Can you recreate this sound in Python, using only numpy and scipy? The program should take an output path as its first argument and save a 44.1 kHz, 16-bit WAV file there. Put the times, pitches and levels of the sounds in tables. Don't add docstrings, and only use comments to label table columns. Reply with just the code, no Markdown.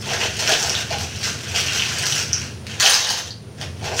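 import sys
import numpy as np
from scipy import signal
from scipy.io import wavfile
from scipy.ndimage import uniform_filter1d

SR = 44100
rng = np.random.default_rng(int(sys.argv[2]) if len(sys.argv) > 2 else 0)


def persist_wave(psi):
    counts = np.round(np.clip(psi, -1, 1) * 32767).astype(np.int16)
    wavfile.write(sys.argv[1], SR, np.atleast_2d(counts).T)


N = 176400
TIME = np.arange(N) / SR

# (f/Hz, relative level/dB)
THROB_SPECTRUM = [(28, -51), (42, -20), (60, -25), (82, 5.5), (108, -1.5), (150, -0.5), (170, -17.5),
                  (192, -2), (280, -13.5), (400, -11), (700, -25), (1300, -51.5)]
HISS_SPECTRUM = [(100, -2), (500, 4.5), (1200, -2.5), (6000, -9.5), (8400, -18), (9000, -5.5), (9800, -9.5),
                 (10400, -17), (12500, -27), (16000, -24)]
# (f/Hz, level/dB)
HUM_TONES = [(84, -47.5), (107.7, -39.5), (131, -44.5), (154, -47)]
# (f/Hz, T60/s)
ROOM_DECAY = [(100, 0.27), (500, 0.36), (3500, 0.32), (6000, 0.31), (10000, 0.22), (16000, 0.25)]
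# (f/Hz, relative level/dB)
RATTLE_SPECTRUM = [(500, -36), (950, -16), (1200, -12.5), (1550, -3.5), (2100, -8.5), (2600, -2.5),
                   (3100, -4), (3650, -9), (4700, -10.5), (6000, -8), (9000, -27), (16000, -38)]
CRUNCH_SPECTRUM = [(1000, -32), (3500, -13.5), (4800, -6), (5850, -0.5), (6700, -9), (8000, -11),
                   (10400, -22), (12400, -23.5), (16000, -27.5)]
CLATTER_SPECTRUM = [(530, -24), (900, -12), (1250, -13), (1700, -6.5), (2150, -12.5), (3000, -7.5),
                    (5000, -6.5), (6200, -4), (7500, -16.5), (9400, -20.5), (10400, -24), (16000, -30)]
CRACK_SPECTRUM = [(400, -25), (1600, 4), (3000, 11.5), (6000, 8.5), (9000, -6), (16000, -17)]
# (f/Hz, relative level/dB, T60/s)
BASIN_MODES = [(383.4, -8.5, 0.075), (474, -5.5, 0.1), (619, -10, 0.11), (678.3, -5.5, 0.11),
               (820, 7.5, 0.009)]
WOK_MODES = [(407, -14.5, 0.044), (495, -1.5, 0.054), (690, 6.5, 0.012), (850, 2, 0.023), (3040, 9, 0.019),
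             (3820, -6, 0.23)]
# (t/s, level/dB, f/Hz)
BASIN_KNOCKS = [(0.491, -18, 629), (0.9065, -20.5, 658), (0.926, -23.5, 816), (3.912, -24, 676)]
# (t/s, tick level/dB, tick f/Hz, crack level/dB)
SHELL_CLACKS = [(0.2145, -10, 2850, -18), (0.4759, -6, 5700, -1), (0.538, -2, 3390, -16),
                (0.6275, -5, 5950, -3), (0.696, -3, 5430, -5), (0.752, -5, 3650, -13),
                (0.9063, -14, 4370, -14), (0.9852, -18, 3080, -15), (1.2406, -12, 5720, -10),
                (1.5604, -13, 5800, -3), (1.685, -11, 2900, -21), (1.796, -8, 3150, -14),
                (1.822, -5, 2700, -23), (2.0665, -16, 6020, -7), (2.124, -10, 5750, -3),
                (2.331, 1, 5720, -14), (2.668, -22, 2770, -14), (2.8, -10, 6000, 0), (2.827, -1, 2920, -8),
                (2.8613, 12, 2920, 4), (2.897, 4, 9300, -6), (2.9424, 9, 5000, -5), (3.0916, 0, 4900, -3),
                (3.307, -10.5, 4500, -19), (3.6134, -19, 1750, -12)]
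# (t/s, shell level/dB, pan level/dB)
LANDING = [(2.797, -21.5, -42), (2.84, -15, -9), (2.865, -9, -8), (2.94, -12.5, -26), (2.97, -19, -24),
           (3.07, -25, -21), (3.10, -18, -23), (3.14, -29.5, -29.5), (3.19, -25, -26), (3.22, -43, -40),
           (3.28, -34.5, -32)]
# (t/s, level/dB)
SHELL_SHIFTING = [(0, -35), (.33, -33), (.6, -25.5), (.87, -38.5), (1.15, -36), (1.43, -35.5), (1.7, -27),
                  (2.2, -41.5), (2.35, -32), (2.6, -55), (3.5, -58), (3.8, -53)]
# (start t/s, duration/s, rattle level/dB, crunch level/dB, basin level/dB)
HAND_PUSHES = [(0.057, 0.092, -26, -36, -28.5), (0.191, 0.054, -22.5, -39, -28),
               (0.377, 0.05, -24.5, -26.5, -31.5), (0.477, 0.048, -16.5, -22, -22),
               (0.552, 0.128, -46, -27.5, -29.5), (0.696, 0.12, -28.5, -33, -39.5),
               (0.897, 0.031, -25, -38, -30), (0.984, 0.047, -31.5, -32, -36),
               (1.213, 0.071, -26, -29, -37), (1.515, 0.056, -27.5, -36, -35),
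               (1.559, 0.03, -23.5, -21, -35), (1.731, 0.028, -24, -23.5, -35.5),
               (1.78, 0.13, -29, -36, -51), (1.911, 0.14, -30, -28.5, -41.5),
               (2.045, 0.057, -29.5, -26, -45), (2.105, 0.11, -28, -25.5, -40.5),
               (2.384, 0.073, -35.5, -51, -66), (2.664, 0.28, -36, -45, -49),
               (3.588, 0.034, -30, -38, -34.5), (3.827, 0.047, -27.5, -36, -28),
               (3.896, 0.028, -32, -55, -27), (3.977, 0.026, -19, -14.5, -38)]

THROB_DB, THROB_HZ, THROB_DEPTH = -34.5, 24.17, 0.056
HUM_LINEWIDTH_HZ, HISS_DB = 4.57, -45
TAIL_DB, EARLY_DB, DIRECT_DB = -2, -7, -7
SPOT_S = 0.013
SHELL_T60_S, KNOCK_T60_S, CRACK_DECAY_S, TICK_LENGTH_S = 0.0043, 0.12, 0.00063, 0.002
RATTLE_HITS_PER_S, CRUNCH_HITS_PER_S, WALL_HITS_PER_S, WOK_HITS_PER_S = 520, 460, 180, 520
SHIFT_CRUNCH_DB, SHIFT_WALL_DB = -3.5, -15.5
BUILD_DB, BUILD_S = -9, 0.022
PUSH_ATTACK_S, PUSH_RELEASE_S = 0.017, 0.016
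STIR_DB, CLATTER_DB, PAN_DB, CLACK_DB = -0.5, 6, -1.5, 2.5
CLACK_ROOM_DB, CLACK_DIRECT_DB = -2, -13
THRESHOLD_DB, DUCK_DB_PER_DB, RECOVER_DB_PER_S = -16, 0.64, 18
CUTOFF_HZ = 15900


def amp(db):
    return 10 ** (np.asarray(db) / 20)


def unit_rms(x):
    return x / np.sqrt(np.mean(x ** 2) + 1e-20)


def at_hz(points, hz):
    f, value = np.transpose(points)
    return np.interp(np.log(hz + 1), np.log(f + 1), value)


def envelope(rows, column=1):
    rows = np.array(rows)
    return amp(np.interp(TIME, rows[:, 0], rows[:, column], left=-np.inf, right=-np.inf))


def add(mix, start_s, sound):
    part = mix[round(start_s * SR):][:len(sound)]
    part += sound[:len(part)]


def colour(x, spectrum, size=4096):
    log_gain = np.log(amp(at_hz(spectrum, abs(np.fft.fftfreq(size, 1 / SR)))))
    taps = np.fft.ifft(np.exp(np.conj(signal.hilbert(log_gain)))).real[:size // 2]
    return signal.fftconvolve(x, taps / np.linalg.norm(taps))[:len(x)]


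def damped_mode(hz, t60, size=6000):
    t = np.arange(size) / SR
    return np.sin(2 * np.pi * hz * t) * np.exp(-np.log(1000) * t / t60)


def background():
    beats = rng.standard_normal(N) * (1 + THROB_DEPTH * np.cos(2 * np.pi * THROB_HZ * TIME))
    rumble = amp(THROB_DB) * unit_rms(colour(beats, THROB_SPECTRUM, size=8192))
    for hz, db in HUM_TONES:
        drift = np.cumsum(rng.standard_normal(N)) * np.sqrt(2 * np.pi * HUM_LINEWIDTH_HZ / SR)
        rumble += amp(db) * unit_rms(np.sin(2 * np.pi * hz * TIME + uniform_filter1d(drift, size=2000)))
    return rumble + amp(HISS_DB) * unit_rms(colour(rng.standard_normal(N), HISS_SPECTRUM))


def room_response(size=28000, bounces=14):
    reflections = rng.choice([-1., 1.], size) * (rng.random(size) < .1)
    hz, t, bands = signal.stft(reflections, SR, nperseg=256)
    decay = np.exp(-np.log(1000) * t / at_hz(ROOM_DECAY, hz)[:, None])
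    tail = signal.istft(bands * decay, SR, nperseg=256)[1][:size]
    tail *= np.minimum(TIME[:size] / 0.0025, 1)
    response = amp(TAIL_DB) * tail / np.linalg.norm(tail)
    delay_samples = rng.integers(70, 750, bounces)
    response[delay_samples] += amp(EARLY_DB) * rng.choice([-1, 1], bounces) / np.sqrt(bounces)
    return response


def kitchen(x, spots=5):
    out = amp(DIRECT_DB) * x
    for spot in range(spots):
        away = abs((TIME / SPOT_S + spot) % spots - spots / 2)
        crossfade = np.cos(np.pi / 2 * np.minimum(away, 1))
        out += signal.fftconvolve(x * crossfade, room_response())[:N]
    return out


def impacts(per_s, spread_db, window):
    hits = (rng.random(N) < per_s / SR) * rng.choice([-1, 1], N)
    hits = hits * amp(spread_db * rng.standard_normal(N))
    power = abs(uniform_filter1d(hits ** 2, window))
    return unit_rms(hits / np.sqrt(power + 0.34 * power.mean()))


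def shells(hits, count=160, modes=14, size=700):
    mode_hz = rng.permuted(np.linspace(600, CUTOFF_HZ, count * modes).reshape(modes, count), axis=1)
    signs = rng.choice([-1, 1], (modes, count, 1))
    ticks = (signs * damped_mode(mode_hz[..., None], SHELL_T60_S, size)).sum(0)
    ticks /= np.linalg.norm(ticks, axis=1, keepdims=True)
    struck = rng.integers(0, count, N)
    out = np.zeros(N)
    for at in np.flatnonzero(hits):
        add(out, at / SR, hits[at] * ticks[struck[at]])
    return out


def vessel(hits, modes):
    knock = sum((-1) ** k * amp(db) * damped_mode(hz, t60) for k, (hz, db, t60) in enumerate(modes))
    return signal.oaconvolve(hits, knock / np.linalg.norm(knock))[:N]


def basin_knocks():
    out = np.zeros(N)
    for start, db, hz in BASIN_KNOCKS:
        add(out, start, amp(db) * damped_mode(hz, KNOCK_T60_S))
    return out


def shell_clacks(size=1500):
    out, t = np.zeros(N), TIME[:size]
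    tick_shape = np.sin(np.pi * np.minimum(t / TICK_LENGTH_S, 1) ** .5) ** 2
    for start, tick_db, hz, crack_db in SHELL_CLACKS:
        crack = colour(rng.standard_normal(size) * np.exp(-t / CRACK_DECAY_S), CRACK_SPECTRUM)
        tick = np.sin(2 * np.pi * hz * t) * tick_shape
        add(out, start, amp(tick_db) * tick + amp(crack_db) * crack / abs(crack).max())
    return amp(CLACK_DB) * out


def drop_into_wok():
    hits = impacts(WOK_HITS_PER_S, spread_db=6, window=900)
    clatter = colour(shells(hits * envelope(LANDING)), CLATTER_SPECTRUM)
    pan = vessel(hits * envelope(LANDING, column=2), WOK_MODES)
    return amp(CLATTER_DB) * clatter + amp(PAN_DB) * pan


def stir_in_basin():
    power = (amp([[0], [SHIFT_CRUNCH_DB], [SHIFT_WALL_DB]]) * envelope(SHELL_SHIFTING)) ** 2
    for start, length, *levels_db in HAND_PUSHES:
        t = TIME - start
        build = amp(BUILD_DB) * np.exp(np.minimum(t, 0) / BUILD_S)
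        attack = np.clip(t / PUSH_ATTACK_S, 0, 1)
        release = np.exp(-np.maximum(t - length, 0) / PUSH_RELEASE_S)
        power += (amp(levels_db)[:, None] * np.maximum(build, attack) * release) ** 2
    grind, scrape, bump = np.sqrt(power)
    rattle_hits = grind * impacts(RATTLE_HITS_PER_S, spread_db=7, window=1200)
    rattle = colour(shells(rattle_hits), RATTLE_SPECTRUM)
    crunch_hits = scrape * impacts(CRUNCH_HITS_PER_S, spread_db=8, window=2000)
    crunch = colour(shells(crunch_hits), CRUNCH_SPECTRUM)
    wall_hits = bump * impacts(WALL_HITS_PER_S, spread_db=3.5, window=1200)
    return amp(STIR_DB) * (rattle + crunch + vessel(wall_hits, BASIN_MODES))


def scene():
    clacks = shell_clacks()
    sources = stir_in_basin() + drop_into_wok() + amp(CLACK_ROOM_DB) * clacks + basin_knocks()
    return (kitchen(sources) + amp(CLACK_DIRECT_DB) * clacks + background())[None]


def record(dry):
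    power_db = 10 * np.log10(abs(uniform_filter1d(dry[0] ** 2, size=900)) + 1e-12)
    fall_db = RECOVER_DB_PER_S * TIME
    held_db = np.maximum.accumulate(power_db + fall_db) - fall_db
    over_db = np.maximum(held_db - THRESHOLD_DB, 0)
    gain = amp(-DUCK_DB_PER_DB * uniform_filter1d(over_db, size=400))
    lowpass = signal.firwin(511, CUTOFF_HZ, window=("kaiser", 9), fs=SR)
    return signal.oaconvolve(np.tanh(dry * gain), lowpass[None], "same")


dry = scene()
out = record(dry)
persist_wave(out)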